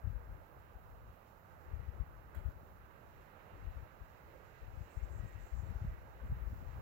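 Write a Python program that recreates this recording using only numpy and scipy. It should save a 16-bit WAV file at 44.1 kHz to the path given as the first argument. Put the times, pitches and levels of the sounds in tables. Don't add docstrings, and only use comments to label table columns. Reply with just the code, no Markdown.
import sys
import numpy as np
from scipy import signal
from scipy.fft import rfft, irfft, next_fast_len
from scipy.io import wavfile
from scipy.ndimage import uniform_filter1d

SR = 44100
rng = np.random.default_rng(int(sys.argv[2]) if len(sys.argv) > 2 else 0)


def persist_wave(psi):
    counts = np.round(np.clip(psi, -1, 1) * 32767).astype(np.int16)
    wavfile.write(sys.argv[1], SR, np.atleast_2d(counts).T)


N = 300321
TIME = np.arange(N) / SR
FREQS = np.maximum(np.fft.rfftfreq(next_fast_len(N), 1 / SR), 1)


def from_db(db):
    return 10 ** (np.asarray(db) / 20)


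def unit_level(x):
    return x / np.sqrt(np.mean(x ** 2, axis=-1).max() + 1e-20)


def over_time(points):
    return np.interp(TIME, *np.transpose(points))


def over_pitch(points):
    hz, value = np.transpose(points)
    return np.interp(np.log(FREQS), np.log(hz), value)


def filtered(x, gain):
    size = next_fast_len(N)
    return irfft(rfft(x, size) * gain, size)[..., :N]


def stereo_noise():
    return rng.standard_normal((2, N))


def coloured(noise, tone):
    return unit_level(filtered(noise, from_db(over_pitch(tone))))


def drift(rate_hz):
    return unit_level(filtered(rng.standard_normal(N), 1 / (1 + (FREQS / rate_hz) ** 2)))


def steadied(noise, samples):
    noise = unit_level(noise)
    power = uniform_filter1d(uniform_filter1d(noise ** 2, samples), samples)
    return unit_level(noise / np.sqrt(power + 0.03))


def swells(times_s, half_lengths_s, levels_db):
    return np.sqrt(sum(from_db(db) ** 2 * np.exp(-np.minimum(((TIME - s) / half) ** 2, 50))
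                       for s, half, db in np.broadcast(times_s, half_lengths_s, levels_db)))


# pitch_hz, level_db
LEFT_SHADE = [(130, 0), (270, -7), (400, -13), (800, -14), (1300, -14), (1900, -13.5), (2700, -10.5),
              (3400, -7.5), (3900, -5.5), (4700, -3.5), (6000, -8), (7500, -35), (9000, -22), (16000, -2)]
# pitch_hz, likeness (-1 to 1)
SIDE_LIKENESS = [(60, 1), (170, 0.99), (300, 0.86), (550, 0.47), (750, -0.69), (900, 0.5), (1080, -0.57),
                 (1450, -0.4), (1750, -0.12), (2400, 0.12), (4000, -0.0087)]

def from_the_right(noise, tone):
    colour = from_db(over_pitch(tone))
    shade = colour * from_db(over_pitch(LEFT_SHADE))
    alike = np.clip(over_pitch(SIDE_LIKENESS), -.95, .95)
    left = filtered(noise[0], shade * alike) + filtered(noise[1], shade * np.sqrt(1 - alike ** 2))
    right = filtered(noise[0], colour)
    return unit_level(np.array([left, right]))


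# pitch_hz, level_db
MIC_HISS_TONE = [(1000, -3), (8000, -16), (9700, -16), (10700, -6.5), (12200, -1.5), (14000, -1),
                 (15500, -7)]
LEFT_HISS_TONE = [(9500, -24), (11000, -14.5), (12500, -4), (14000, -5), (15000, 2), (15600, 1)]
# time_s, level_db
LEFT_HISS_LEVELS = [(0, -72), (4.4, -72), (5.7, -69.5), (6.15, -73), (6.42, -66.5), (6.81, -67.5)]

def microphone_hiss():
    steady = from_db(-79) * coloured(stereo_noise(), MIC_HISS_TONE)
    left_db = over_time(LEFT_HISS_LEVELS) + drift(rate_hz=4)
    wavering = from_db(left_db) * coloured(rng.standard_normal(N), LEFT_HISS_TONE)
    return steady + np.array([wavering, np.zeros(N)])


# pitch_hz, level_db
RUMBLE_TONE = [(15, -21.5), (30, -7), (50, -2.5), (80, 3.5), (120, -7), (180, -12), (280, -31), (600, -54)]
RUMBLE_LEVELS = [
    [-67.5],
    [-61.5],
]

def air_rumble():
    rumble = coloured(stereo_noise(), RUMBLE_TONE)
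    return from_db(RUMBLE_LEVELS) * rumble * from_db(1.5 * drift(rate_hz=4.4))


# pitch_hz, level_db, ring_s (time to fade by 60 dB)
KNOCK_NOTES = [(620, -44.5, .028), (950, -41.5, .014), (1450, -40.5, .014), (2100, -51, .012),
               (4000, -60, .01)]

def knock(start_s):
    age = np.maximum(TIME - start_s, 0)
    soft_contact = 1 - np.exp(-(age / .0007) ** 2)
    ringing = sum(from_db(db - 60 * np.minimum(age / ring_s, 2)) * np.sin(2 * np.pi * hz * age)
                  for hz, db, ring_s in KNOCK_NOTES)
    return soft_contact * ringing


# start_s, level_db (compared with the first)
BOUNCES = [(2.3462, 0), (2.3602, -7), (2.3862, -9), (2.4035, -12)]
# pitch_hz, level_db
TICK_TONE = [(2000, -23), (5500, -23), (7200, -2), (9000, -17), (11000, -4), (14500, 4)]
TAIL_TONE = [(400, -5), (900, 1), (1500, 5), (2050, 6), (2500, -1), (2950, -3), (3330, -4), (3650, -12),
             (4300, -14), (5500, -26), (7500, -10.5), (9000, -25), (11500, -10.5), (15500, -14)]

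def click(tick_s=2.3505, tail_s=0.45):
    knocks = from_db([[-17], [0]]) * sum(from_db(db) * knock(s) for s, db in BOUNCES)
    tick = swells([tick_s], [.0014], [-52.5]) * from_the_right(stereo_noise(), TICK_TONE)
    fade = from_db(-58.5 - 60 * np.abs(TIME - tick_s) / tail_s) * (TIME > tick_s)
    return knocks + tick + fade * from_the_right(stereo_noise(), TAIL_TONE)


# peak_s, half_length_s, pitch_hz, level_db (before the left-right balance)
BRANCH_WHISTLES = [(0.3, 0.38, 1610, -77.5), (6.0, 2.4, 1620, -78), (1.75, 0.27, 1955, -81),
                   (3.63, 0.1, 1918, -77), (4.572, 0.065, 1970, -75), (4.753, 0.064, 2550, -77),
                   (5.278, 0.13, 1910, -73), (5.822, .12, 1925, -77)]

def whistles(width_hz=16):
    out = 0
    for peak_s, half_s, hz, db in BRANCH_WHISTLES:
        note = filtered(stereo_noise(), 1 / (1 + (2 * (FREQS - hz) / width_hz) ** 2))
        out = out + swells([peak_s], half_s, db) * steadied(note, samples=5000)
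    return out * from_db([[-3], [1]])


def grainy_noise(per_s, spread_db=2.0):
    pulses = rng.random((2, N)) < per_s / SR
    return pulses * stereo_noise() * from_db(spread_db * stereo_noise())


# peak_s, half_length_s, level_db, edge_db (compared with level_db)
TWITTER_SPURTS = [(4.84, .035, -79, -14), (4.932, .025, -75, -3), (4.983, .018, -73.5, -12),
                  (5.041, 0.016, -72, -25), (5.135, 0.037, -73.5, -9), (5.186, 0.018, -72, -18),
                  (5.26, 0.02, -78, -8), (5.286, .009, -73, -16), (5.33, 0.012, -75, -25),
                  (5.428, .028, -74.5, -10), (5.476, .011, -70.5, -20), (5.51, .014, -77, -14),
                  (5.586, .028, -71, -14), (5.664, .018, -76, -20),  (6.28, .025, -81, -25)]
# pitch_hz, level_db
TWITTER_TONE = [(4000, -28), (5600, -9), (6500, 1.5), (7300, 5), (7850, 5), (8200, -31), (9000, -28),
                (9800, -24), (12000, -36)]
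EDGE_TONE = [(7000, -27), (8100, 3), (8700, -10), (9200, -5), (9900, -25), (12000, -40)]

def twitter():
    peak_s, half_s, level_db, edge_db = np.transpose(TWITTER_SPURTS)
    body = swells(peak_s, half_s, level_db) * from_the_right(grainy_noise(per_s=14000), TWITTER_TONE)
    edge = swells(peak_s, half_s, level_db + edge_db) * from_the_right(stereo_noise(), EDGE_TONE)
    return body + edge


def gust(start_s, length_s, level_db, rise_s=0.049, fall_s=0.029):
    rise = np.clip((TIME - start_s) / rise_s + .5, 0, 1)
    fall = np.exp(-np.clip(TIME - start_s - length_s, 0, 1) / fall_s)
    return from_db(level_db) * np.sqrt(rise) * fall


def eddy(peak_s, left_db, right_db, pitch_hz):
    roundness = 6.8
    near = np.abs(TIME - peak_s) < .06
    angle = 2 * np.pi * pitch_hz * (TIME[near] - peak_s)
    random_phase = np.exp(2j * np.pi * rng.random())
    swing = np.zeros(N)
    swing[near] = np.real(random_phase / (1 - 1j * angle / roundness) ** (roundness + 1))
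    return from_db([[left_db], [right_db]]) * swing


# start_s, length_s, left_db, right_db
MIC_GUSTS = [(0.05, 0.11, -44.5, -65), (0.193, .18, -50.5, -58), (0.527, .17, -60, -73),
             (0.737, 0.36, -56.5, -61.5), (1.67, .05, -49, -73), (1.714, 0.13, -44.5, -75),
             (1.91, 0.1, -49, -68), (2.052, 0.23, -56, -73), (2.342, 0.13, -47, -70),
             (2.52, 0.32, -61, -72), (3.056, 0.14, -59, -64.5), (3.525, 0.17, -53.5, -63),
             (3.745, 0.066, -49.5, -65), (4.07, 0.28, -63, -67), (4.62, 0.224, -52, -75),
             (5.037, 0.39, -48, -73), (5.539, 0.18, -43, -69), (5.80, 0.1, -43, -47),
             (5.91, 0.37, -52, -62), (6.257, 0.096, -44, -45.5), (6.353, 0.55, -47, -59)]
# peak_s, left_db, right_db, pitch_hz
EDDIES = [(0.050, -30.5, -57, 63.5), (0.077, -28, -52, 76), (0.105, -30.5, -60, 76),
          (0.161, -31, -58, 49.7), (0.351, -45, -56, 58), (0.758, -41, -62, 59), (1.737, -31, -62, 68.5),
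          (1.77, -33.5, -62, 68), (1.811, -35, -62, 70.6), (1.888, -31, -62, 59.4), (2.008, -27, -59, 54.6),
          (2.38, -30, -60, 53.6), (2.457, -27.5, -58, 59.3), (2.485, -30, -60, 64), (2.564, -43, -64, 60),
          (3.65, -39, -63, 75), (3.677, -29, -63, 60), (3.704, -41, -63, 62), (3.770, -34.5, -60, 60),
          (3.797, -41.5, -58, 57.5), (4.020, -38.5, -58, 55.3), (4.63, -38, -64, 58.64),
          (4.683, -35, -62, 60), (4.777, -35, -64, 64), (4.81, -32, -64, 86), (4.973, -29, -57, 68),
          (5.032, -29.5, -58, 54.7), (5.123, -39, -63, 62.4), (5.164, -36, -62, 75.4),
          (5.198, -29.5, -56, 49.7), (5.236, -31.5, -56, 93), (5.359, -33, -60, 69.4),
          (5.433, -37, -62, 49.3), (5.535, -31, -64, 55.4), (5.600, -31, -61, 60.7), (5.638, -30, -54, 80),
          (5.703, -32, -56, 56.6), (5.76, -30, -44, 59.3), (5.821, -27.5, -36, 79),
          (5.849, -29.5, -40, 117), (5.883, -27, -31.5, 59), (6.227, -39.5, -60, 50), (6.301, -35, -41, 66),
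          (6.333, -45, -44, 90), (6.422, -33, -54, 50), (6.472, -28.5, -51, 48.3), (6.53, -48, -37.5, 65),
          (6.60, -44, -51, 67.6), (6.674, -34.5, -56, 49.7), (6.733, -36, -58, 62.5),
          (6.786, -38, -40, 69.6)]
# pitch_hz, level_db
BUFFET_TONE = [(10, -36), (20, -17), (32, -11.5), (54, 6), (80, -4), (115, -10), (160, -19.5), (230, -26),
               (400, -39), (900, -68), (2000, -80)]

def buffets(flutter_db=4, wake_db=-14):
    gusts = np.sqrt(sum(gust(start_s, length_s, [[left_db], [right_db]]) ** 2
                        for start_s, length_s, left_db, right_db in MIC_GUSTS))
    gusts *= from_db(flutter_db * drift(rate_hz=28))
    peak_s, left_db, right_db, _ = np.transpose(EDDIES)
    wakes = np.array([swells(peak_s, 0.014, side_db + wake_db) for side_db in (left_db, right_db)])
    pressure = np.array([steadied(coloured(side, BUFFET_TONE), samples=750) for side in stereo_noise()])
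    thumps = sum(eddy(*row) for row in EDDIES)
    return np.hypot(gusts, wakes) * pressure + thumps


# time_s, level_db
LEAF_LEVELS = [(0, -83), (1.4, -82), (1.7, -79), (2.0, -83), (3.8, -80), (5.2, -75.5), (5.85, -75.5),
               (6.05, -80.5), (6.81, -76)]
# pitch_hz, level_db
LEAF_TONE = [(2500, -2.5), (3800, -3), (5000, -2), (6200, -0.5), (7700, 0), (8150, -16), (10000, -21),
             (16000, -24)]

def leaf_hiss():
    level_db = over_time(LEAF_LEVELS) + 1.06 * drift(rate_hz=10)
    return from_db(level_db) * from_the_right(grainy_noise(per_s=22000), LEAF_TONE)


def rough_air(waver_db, rate_hz, octaves=7):
    noise, out = stereo_noise(), 0
    octave_of_pitch = np.clip(np.log2(FREQS / 100), 0, octaves - 1)
    for octave in range(octaves):
        band = np.maximum(1 - np.abs(octave_of_pitch - octave), 0)
        out = out + filtered(noise, band) * from_db(waver_db * drift(rate_hz))
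    return out


# time_s, level_db
TWIG_LEVELS = [(0, -70), (1.35, -71.5), (1.8, -68), (2.2, -70.5), (2.95, -69.5), (3.6, -66), (4.1, -69),
               (4.3, -65), (4.75, -67.5), (4.9, -67), (5.2, -66), (5.85, -65), (6.05, -66), (6.5, -66.3),
               (6.81, -64)]
# pitch_hz, level_db
TWIG_TONE = [(1100, -16.5), (1600, 0), (1950, 2), (2300, -3), (2750, -4.5), (3100, -11.5), (3430, -17),
             (3750, -14.5), (4100, -16), (4450, -22.5), (6000, -43)]

def twig_rush():
    air = rough_air(waver_db=1.7, rate_hz=6.0)
    return from_db(over_time(TWIG_LEVELS)) * from_the_right(air, TWIG_TONE)


# peak_s, half_length_s, level_db
BOUGH_SURGES = [(1.686, 0.039, -64.5), (2.39, 0.11, -73), (4.345, 0.067, -61), (4.88, 0.038, -64),
                (5.128, 0.14, -62.5), (6.192, 0.04, -65)]
# pitch_hz, level_db
SURGE_TONE = [(200, -31), (330, 3), (550, 2.5), (800, -16), (1500, -52)]

def bough_surges():
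    return swells(*np.transpose(BOUGH_SURGES)) * from_the_right(stereo_noise(), SURGE_TONE)


# time_s, strength_db (0 is the usual wind)
WIND_STRENGTH = [(0.0, 0), (1.4, -1), (1.7, 1.1), (2.1, 0.5), (2.4, 1.3), (2.8, 0), (3.3, 0.7), (3.61, 2),
                 (4.11, 0), (4.31, 0), (4.91, 1.3), (5.21, 1.5), (5.41, -0.5), (5.61, 3), (5.87, 2),
                 (6.03, 1.5), (6.41, 3), (6.51, 0), (6.81, 4)]
# pitch_hz, level_db
ROAR_TONE = [(130, -1.5), (200, -4.5), (270, -7), (350, -3.5), (430, -2.5), (540, 0), (700, -1.5),
             (850, -1.5), (1000, -4.5), (1250, -2.5), (1600, -7.5), (2000, -21.5), (3000, -56.5)]

def bough_roar(usual_db=-58.0, follows_wind=0.9):
    level_db = usual_db + follows_wind * over_time(WIND_STRENGTH)
    air = rough_air(waver_db=1.02, rate_hz=6.3)
    return from_db(level_db) * from_the_right(air, ROAR_TONE)


def scene():
    close_by = microphone_hiss() + air_rumble() + click() + buffets()
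    farther_off = whistles() + twitter() + leaf_hiss() + twig_rush() + bough_surges() + bough_roar()
    return close_by + farther_off


def record(dry, lowest_hz=27, highest_hz=15810):
    low_cut = signal.butter(3, lowest_hz, "high", fs=SR, output="sos")
    high_cut = signal.ellip(12, .1, 70, highest_hz, fs=SR, output="sos")
    return signal.sosfilt(high_cut, signal.sosfilt(low_cut, dry))


dry = scene()
out = record(dry)
persist_wave(out)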